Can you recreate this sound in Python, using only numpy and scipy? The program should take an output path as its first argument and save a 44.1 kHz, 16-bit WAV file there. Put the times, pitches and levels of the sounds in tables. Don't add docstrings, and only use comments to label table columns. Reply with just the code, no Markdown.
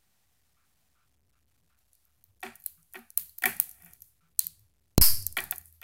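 import sys
import numpy as np
from scipy import signal
from scipy.fft import rfft, irfft, next_fast_len
from scipy.io import wavfile
from scipy.ndimage import uniform_filter1d

SR = 44100
rng = np.random.default_rng(int(sys.argv[2]) if len(sys.argv) > 2 else 0)


def store_wav(level_fs):
    pcm = np.round(np.clip(np.atleast_2d(level_fs), -1, 1) * 32767)
    wavfile.write(sys.argv[1], SR, pcm.T.astype(np.int16))


N = 257103

# (time [s], bright ring peak [dB], bright ring pitch [Hz], housing ring under it [dB],
# chatter t60 [s], room energy against the near sound [dB])
LINK_CLICKS = [(1.7887, -54, 12500, -31, .013, -19), (1.9318, -47.5, 9600, -21, .01, -8),
               (1.9517, -49.5, 11600, -32, .011, -16), (2.0522, -52.5, 12800, -26, .012, -12),
               (2.2399, -37, 13600, -23.5, .009, -15), (2.4045, -46, 11300, -32, .012, -8),
               (2.4164, -49, 11600, -25, .012, -12), (2.4329, -32, 8740, -13.5, .012, -1),
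               (2.5552, -35.5, 10000, -36, .019, -22), (2.5624, -44, 13300, -29, .012, -17),
               (2.6002, -40, 13500, -32, .013, -11), (2.608, -44, 12200, -19, .012, -18),
               (2.6214, -45, 11300, -20, .012, -17), (2.6398, -33, 13000, -25, .01, -8),
               (2.6615, -11, 12850, -26.5, .01, -17), (2.829, -48, 8500, -35, .008, -15),
               (2.926, -47, 9470, -21, .016, -10), (2.9358, -32, 11200, -30, .016, -6),
               (2.9552, -38, 10100, -20, .012, -5.5), (2.9731, -41, 14300, -15, .014, -11),
               (2.9907, -36.5, 11600, -22, .012, -13), (3.1038, -32, 12500, -25, .008, -17.5),
               (3.175, -3, 13570, -29, .015, -12.5), (3.2944, -35, 12300, -10, .007, -13.5),
               (3.3814, -32, 14400, -32, .009, -11), (3.3845, -23, 13900, -23.5, .016, -15),
               (3.4214, -27.5, 11400, -20, .025, -23), (3.436, -19.5, 10300, -30, .036, -16.5),
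               (3.456, -11, 11400, -26, .03, -6), (3.5663, -27.5, 12000, -21, .016, -16.5),
               (3.5999, 1.5, 11900, -36, .009, -17), (3.625, -24, 13700, -37, .013, -14),
               (3.641, -28.5, 12300, -33, .012, -12), (3.693, -28, 11300, -30.5, .013, -10.5),
               (3.7125, -32, 12100, -38, .016, -9), (3.8217, -39.5, 12550, -40, .017, -4),
               (3.8466, -37, 13500, -36.5, .012, -4), (3.8607, -37.5, 8900, -31, .009, -19),
               (3.9098, -46, 9050, -34, .009, 0), (3.934, -34, 14300, -23, .013, -15),
               (4.0056, -44, 11320, -40, .01, -6), (4.0203, -30, 12670, -42, .018, -11.5),
               (4.3926, -1.5, 10000, -16, .0075, -16), (4.4439, -25, 12500, -26, .012, -19),
               (4.4683, -13, 11500, -25.5, .007, -28), (4.5937, -49, 11780, -29, .018, -5),
               (5.202, -33, 8000, -30, .015, -15), (5.2251, -27, 9510, -31, .018, -17.5),
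               (5.2659, -8, 9700, -28, .01, -22.5), (5.3254, -28, 9420, -43, .011, -15),
               (5.3684, -23.5, 11200, -20, .012, -12), (5.3765, -19, 9640, -15, .01, -6),
               (5.3843, -30, 13100, -8, .012, -15), (5.404, -20, 10500, -20.5, .011, -8),
               (5.439, -23, 13300, -28.5, .013, -16.5), (5.5101, -9, 13000, -50, .009, -19),
               (5.519, -23, 13400, -20, .008, -4.5), (5.5593, -27.5, 10370, -45, .014, -14.5),
               (5.5812, -23, 12800, -49, .018, -20), (5.6125, -40, 14000, -32, .011, -9),
               (5.657, -38, 10100, -36, .011, -17), (5.726, -42, 11830, -27, .011, -1),
               (5.8151, -33, 13300, -18, .01, -3)]
LOW_RING_DB, LOW_PER_DB, LOW_SCATTER_DB = -23, -.15, 4
BODY_DB, BODY_PER_DB = -23.5, .16
# (pitch [Hz], t60 [s], sharp at first by [Hz], settling time constant [s])
HOUSING_RING = (4100, 0.02, 900, 0.0012)
# (time [s], crack peak [dB], crack rise [s], housing ring [dB], room answer [dB])
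CLASP_SNAP = (4.9795, -1, .0003, -13.5, -17.5)
# (start [s], end [s], held offset before smoothing [full scale])
MIC_DEAF = (4.9812, 5.0115, .11)
# (time [s], size before smoothing [full scale], rise [s])
MIC_LURCHES = [(4.9799, -.62, .0005), (4.9813, .24, .002), (4.9995, .09, .0016), (5.0122, .16, .0022),
               (5.023, -.135, .047), (5.12, .02, .07)]
# (frequency [Hz], level [dB per Hz])
CLASP_ECHO_COLOUR = [(180, -80.5), (300, -35), (584, -24.5), (737, -21.5), (900, -13), (1100, -10),
                     (1190, -14), (2740, -14.5), (3700, -21), (4600, 0), (5200, 3), (5900, -9), (6850, -12),
                     (9500, -4), (12100, 4), (15000, -1.5), (16000, -7.5)]
# (time [s], lid peak [dB], bottom thump under it [dB], rattle t60 [s],
# room energy against the near sound [dB])
BOX_KNOCKS = [(2.428, -26.5, -26, 0.031, -3), (2.433, -32, -8, 0.05, -8), (2.464, -33, -15, 0.036, -8),
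              (2.943, -37, -9.5, 0.031, 0), (2.954, -33.5, -14.5, 0.059, -12.5),
              (3.421, -32.5, -16, 0.034, -13), (3.438, -12.5, -26.5, 0.017, -11.5),
              (3.456, -13.5, -21, 0.029, -8.5), (5.369, -14.5, -25, 0.019, -12),
              (5.384, -18, -24, 0.04, -10.5), (5.523, -27, -33, 0.022, -13.5),
              (5.816, -42, -20, 0.025, -14), (5.827, -35, -44, 0.027, -10)]
# (frequency [Hz], width before any blur [Hz], level before scatter [dB])
BOX_MODES = [(233, 24, -5), (387.4, 45, -6.5), (735, 28, 3.5), (929.5, 38, -8), (1102, 22, -7),
             (1390, 96, -3.5), (1877, 70, 4), (2045, 230, -5), (2320, 97, 0), (2626, 150, -5.5),
             (3040, 510, -12.5), (3560, 120, -11)]
# (time [s], level [dB])
DRAG_LEVEL = [(3.5, -100), (3.65, -66), (3.75, -72), (3.87, -62), (3.94, -68), (4.0, -100)]
# (time [s], level [dB])
SLIDE_LEVEL = [(0, -100), (1.7, -98), (1.95, -84), (2.2, -90), (2.4, -86), (2.6, -66), (2.9, -73),
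               (3.3, -74), (3.75, -65.5), (3.9, -62), (4.0, -70), (4.08, -64), (4.2, -90), (4.6, -84),
               (4.75, -95), (5.5, -89), (5.68, -58), (5.8, -90)]
# (time [s], envelope peak [dB], pitch [Hz])
WRIST_THUDS = [(1.621, -78, 166.6), (2.28, -64, 97), (2.77, -66, 165), (3.19, -65, 172),
               (3.83, -55.5, 169.6), (4.22, -67.5, 164.8), (4.44, -58, 164), (4.58, -60, 105.4),
               (5.1, -42, 105.6), (5.179, -42, 96.8), (5.25, -48, 84)]
THUD_RISE_S = .02
# (time [s], envelope peak [dB], pitch [Hz], rise [s])
TABLE_HUM = (5.3, -59, 82, .22)
# (time [s], rumble level [dB])
HAND_RUMBLE = [(0, -94), (.5, -87), (.8, -90), (1.25, -76), (1.5, -78), (2.0, -87), (2.2, -77), (2.72, -72),
               (3.1, -83), (3.22, -67), (3.35, -77), (3.75, -72), (3.95, -64), (4.2, -80), (4.45, -68),
               (4.62, -67), (4.72, -76), (5.83, -80)]
SHAKE_DB, SHAKE_RISE_S = -45, .045
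# (time [s], level [dB], rise [s])
CLASP_SHAKE = (5.05, -49, .09)
# (time [s], level [dB], length [s])
FAR_RASPS = [(0.565, -85, 0.11), (0.949, -81, .12), (1.334, -80, .07), (1.699, -80, 0.087),
             (2.053, -87, .08), (2.769, -77, 0.062), (4.205, -77, 0.098)]
# (frequency [Hz], relative level [dB per Hz])
HISS_COLOUR = [(71, -44.5), (120, -15.5), (160, -5), (336, -18), (413, -18), (600, -19), (740, -11),
               (900, -19), (1710, -19), (14900, -20), (16500, -24.5)]
HISS_DB = -88
# (frequency [Hz], t60 [s])
ROOM_DECAY = [(200, 0.24), (1000, 0.29), (2500, 0.32), (5000, 0.37), (10000, 0.37), (16000, 0.27)]
# (frequency [Hz], level [dB])
ROOM_TINT = [(200, 1.5), (1000, 4), (3000, 3.5), (6000, -5.5), (16000, -6.5)]
WALL_S = .0105
STEP = .00046
TOP_HZ = 17150


def clicks():
    s, db, hz, housing_db, t60, room_db = np.transpose(LINK_CLICKS)[:, :, None]
    low_db = LOW_RING_DB + LOW_PER_DB * db + LOW_SCATTER_DB * rng.standard_normal(db.shape)
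    t = np.arange(SR // 20) / SR
    onset = 1 - np.exp(-t / .0001)
    chatter = rng.standard_normal((len(s), len(t))) * amp(-60 * t / t60) * onset
    width = np.interp(db, [-45, -5], [2000, 8000])

    def steel(f):
        high = peak(f, hz, width) * peak(f, 13700, 7200)
        return high - amp(low_db) * peak(f, 6200, 2800) ** 2

    def body(f):
        return amp(BODY_DB + BODY_PER_DB * db) * peak(f, 2200, 3600)

    def spread(f):
        housing = amp(housing_db + 7) * np.abs(peak(f, 4400, 1100)) ** 2
        return np.abs(steel(f)) + housing + amp(-7) * np.abs(body(f))

    bright = top_at_one(filtered(chatter, steel))
    near = amp(db) * (bright + housing_ring(t, housing_db) + filtered(chatter, body))
    return placed(s[:, 0], near, spread, room_db)


def housing_ring(t, db):
    hz, t60, sharp_hz, settle = HOUSING_RING
    turns = hz * t + sharp_hz * settle * (1 - np.exp(-t / settle))
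    onset = 1 - np.exp(-t / 0.0017)
    return amp(db - 60 * t / t60) * onset * np.sin(2 * np.pi * turns)


def overload():
    s, crack_db, rise, ring_db, _ = CLASP_SNAP
    time = np.arange(N) / SR
    t = np.clip(time - s, 0, None)
    burst = rng.standard_normal(N) * swing(t / rise)
    crack = top_at_one(filtered(burst, lambda f: peak(f, 6000, 21000) - .8 * peak(f, 1800, 2500)))
    held = MIC_DEAF[2] * np.interp(time, [4.983, 5.000, 5.016, 5.022], [0, 1, 1, 0])
    lurch = sum(size * swing((time - at) / slow) for at, size, slow in MIC_LURCHES)
    smooth = filtered(held + lurch, lambda f: 1 / (1 + 1j * f / 4000) ** 2)
    return amp(crack_db) * crack + housing_ring(t, ring_db) + smooth


def snap_echo():
    out = np.zeros(N + SR)
    tail = filtered(tails(1, linger=1.15)[0], lambda f: amp(along(CLASP_ECHO_COLOUR, f)))
    tail /= np.sqrt(np.mean(tail[1500:4000] ** 2))
    out[round((CLASP_SNAP[0] + WALL_S) * SR):][:len(tail)] = amp(CLASP_SNAP[4]) * tail
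    return out[:N]


def knocks():
    s, db, thump_db, rattle, room_db = np.transpose(BOX_KNOCKS)[:, :, None]
    t = np.arange(SR // 5) / SR
    noise = rng.standard_normal((len(s), len(t)))
    scatter = amp(1.54 * rng.standard_normal((len(s), len(BOX_MODES))))

    def modes(f, low, blur=1):
        total = 0
        for k, (hz, width, level) in enumerate(BOX_MODES):
            if (hz < 500) == low:
                total = total + (-1) ** k * amp(level) * scatter[:, [k]] * peak(f, hz, blur * width)
        return total

    def clatter(f):
        return amp(-15) * peak(f, 1700, 2200) ** 2

    def spread(f):
        low = amp(thump_db + 8) * np.abs(modes(f, True, blur=1.6))
        return np.abs(modes(f, False, blur=3.5)) + np.abs(clatter(f)) + low

    lid = top_at_one(filtered(noise * amp(-60 * t / rattle), lambda f: modes(f, False) + clatter(f)))
    bottom = top_at_one(filtered(noise * t * np.exp(-t / 0.0086), lambda f: modes(f, True) ** 2))
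    return placed(s[:, 0], amp(db) * (lid + amp(thump_db) * bottom), spread, room_db)


def dragging():
    noise, lumps = rng.standard_normal((2, N))
    rub = noise * amp(3 * unit(uniform_filter1d(lumps, size=300)))

    def box(f):
        return sum((-1) ** k * amp(db) * peak(f, hz, 1.5 * width)
                   for k, (hz, width, db) in enumerate(BOX_MODES))

    return amp(curves(DRAG_LEVEL)[0]) * unit(filtered(rub, box))


def sliding():
    strength = amp(3.5 * rng.exponential(size=N).clip(0, 4))
    ticks = (rng.random(N) < 250 / SR) * strength
    roughness = 1 + 0.62 * signal.lfilter([1], [1, -.96], ticks)
    rub = rng.standard_normal(N) * roughness
    return amp(curves(SLIDE_LEVEL)[0]) * unit(filtered(rub, lambda f: peak(f, 11500, 7600) ** 2))


def wrist_thuds():
    t = np.arange(N) / SR
    tones = [(*row, THUD_RISE_S) for row in WRIST_THUDS] + [TABLE_HUM]
    return sum(amp(db) * swing((t - s) / rise) * np.sin(2 * np.pi * hz * (t - s))
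               for s, db, hz, rise in tones)


def table_rumble():
    t = np.arange(N) / SR
    hand_noise, knock_noise = rng.standard_normal((2, N))
    clasp_s, clasp_db, clasp_rise = CLASP_SHAKE
    level = amp(curves(HAND_RUMBLE)[0]) + amp(clasp_db) * swing((t - clasp_s) / clasp_rise)
    deep = unit(filtered(hand_noise, lambda f: peak(f, 66, 50) ** 2 + 0.4 * peak(f, 37, 21)))
    shake = sum(amp(db + SHAKE_DB) * swing((t - s) / SHAKE_RISE_S) for s, db, *_ in BOX_KNOCKS)
    jolt = unit(filtered(knock_noise, lambda f: peak(f, 75, 70) ** 2 + 1.2 * peak(f, 140, 90) ** 2))
    return level * deep + shake * jolt


def rasps():
    t = np.arange(N) / SR
    gate = 0
    for s, db, length in FAR_RASPS:
        fade_in = np.clip((t - s) / 0.0064, 0, 1)
        fade_out = np.clip((s + length - t) / 0.034, 0, 1)
        gate = gate + amp(db) * fade_in * fade_out
    pulses = np.diff(np.floor(150 * t), prepend=0) * 17 + 1.3 * rng.standard_normal(N)
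    return gate * unit(filtered(pulses, lambda f: peak(f, 1340, 410) ** 2 + 0.39 * peak(f, 2300, 370) ** 2))


def microphone_hiss():
    return amp(HISS_DB) * unit(filtered(rng.standard_normal(N), lambda f: amp(along(HISS_COLOUR, f))))


def tails(count, linger=1):
    noise, lumps = rng.standard_normal((2, count, SR // 2))
    early = np.exp(-np.arange(SR // 2) / SR / .08)
    lumpy = noise * amp(2.5 * early * unit(uniform_filter1d(lumps, size=40)))
    hz, t, z = signal.stft(lumpy, SR, nperseg=256)
    decay = amp(-60 * t / (linger * along(ROOM_DECAY, hz)[:, None]))
    x = signal.istft(z * decay, SR, nperseg=256)[1][:, :SR // 2]
    return x / np.linalg.norm(x, axis=1, keepdims=True)


def placed(times, sounds, spread, room_db):
    out = np.zeros(N + SR)
    wet = filtered(tails(len(sounds)), lambda f: np.abs(spread(f)) * amp(along(ROOM_TINT, f)))
    near_size = np.linalg.norm(sounds, axis=1, keepdims=True)
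    wet *= amp(room_db) * near_size / np.linalg.norm(wet, axis=1, keepdims=True)
    for s, near, far in zip(times, sounds, wet):
        wall = round((s + WALL_S) * SR)
        out[round(s * SR):][:len(near)] += near
        out[wall:][:len(near)] += amp(-22) * near
        out[wall:][:len(far)] += far
    return out[:N]


def peak(f, hz, width_hz):
    return 1j * f * width_hz / (hz * hz - f * f + 1j * f * width_hz)


def swing(u):
    return np.clip(u, 0, None) * np.exp(1 - np.clip(u, 0, None))


def filtered(x, response):
    n = x.shape[-1]
    m = next_fast_len(n + SR // 4)
    return irfft(rfft(x, m) * response(np.fft.rfftfreq(m, 1 / SR)), m)[..., :n]


def amp(db):
    return 10 ** (np.asarray(db) / 20)


def unit(x):
    return x / np.sqrt(np.mean(x ** 2, axis=-1, keepdims=True) + 1e-20)


def top_at_one(x):
    return x / np.abs(x).max(axis=-1, keepdims=True)


def along(points, hz):
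    f, v = np.transpose(points)
    return np.interp(np.log(hz + 1), np.log(f + 1), v)


def curves(rows):
    s, *cols = np.transpose(rows)
    return [np.interp(np.arange(N) / SR, s, c) for c in cols]


def scene():
    handling = clicks() + snap_echo() + knocks() + dragging() + sliding()
    return (handling + wrist_thuds() + table_rumble() + rasps() + microphone_hiss())[None]


def record(dry):
    time = np.arange(N) / SR
    start, end, _ = MIC_DEAF
    awake = np.interp(time, [start - .001, start, end, end + .002, end + .04], [1, 0, 0, .7, 1])
    heard = STEP * np.floor(np.clip(dry * awake + overload(), -1, 1) / STEP)

    def band_limit(f):
        edge_db = np.interp(f, [15500, 15800, 16100, 16500, TOP_HZ], [0, -4, -21, -26, -70])
        return amp(edge_db) * (f < TOP_HZ)

    return filtered(heard, band_limit)


dry = scene()
out = record(dry)
store_wav(out)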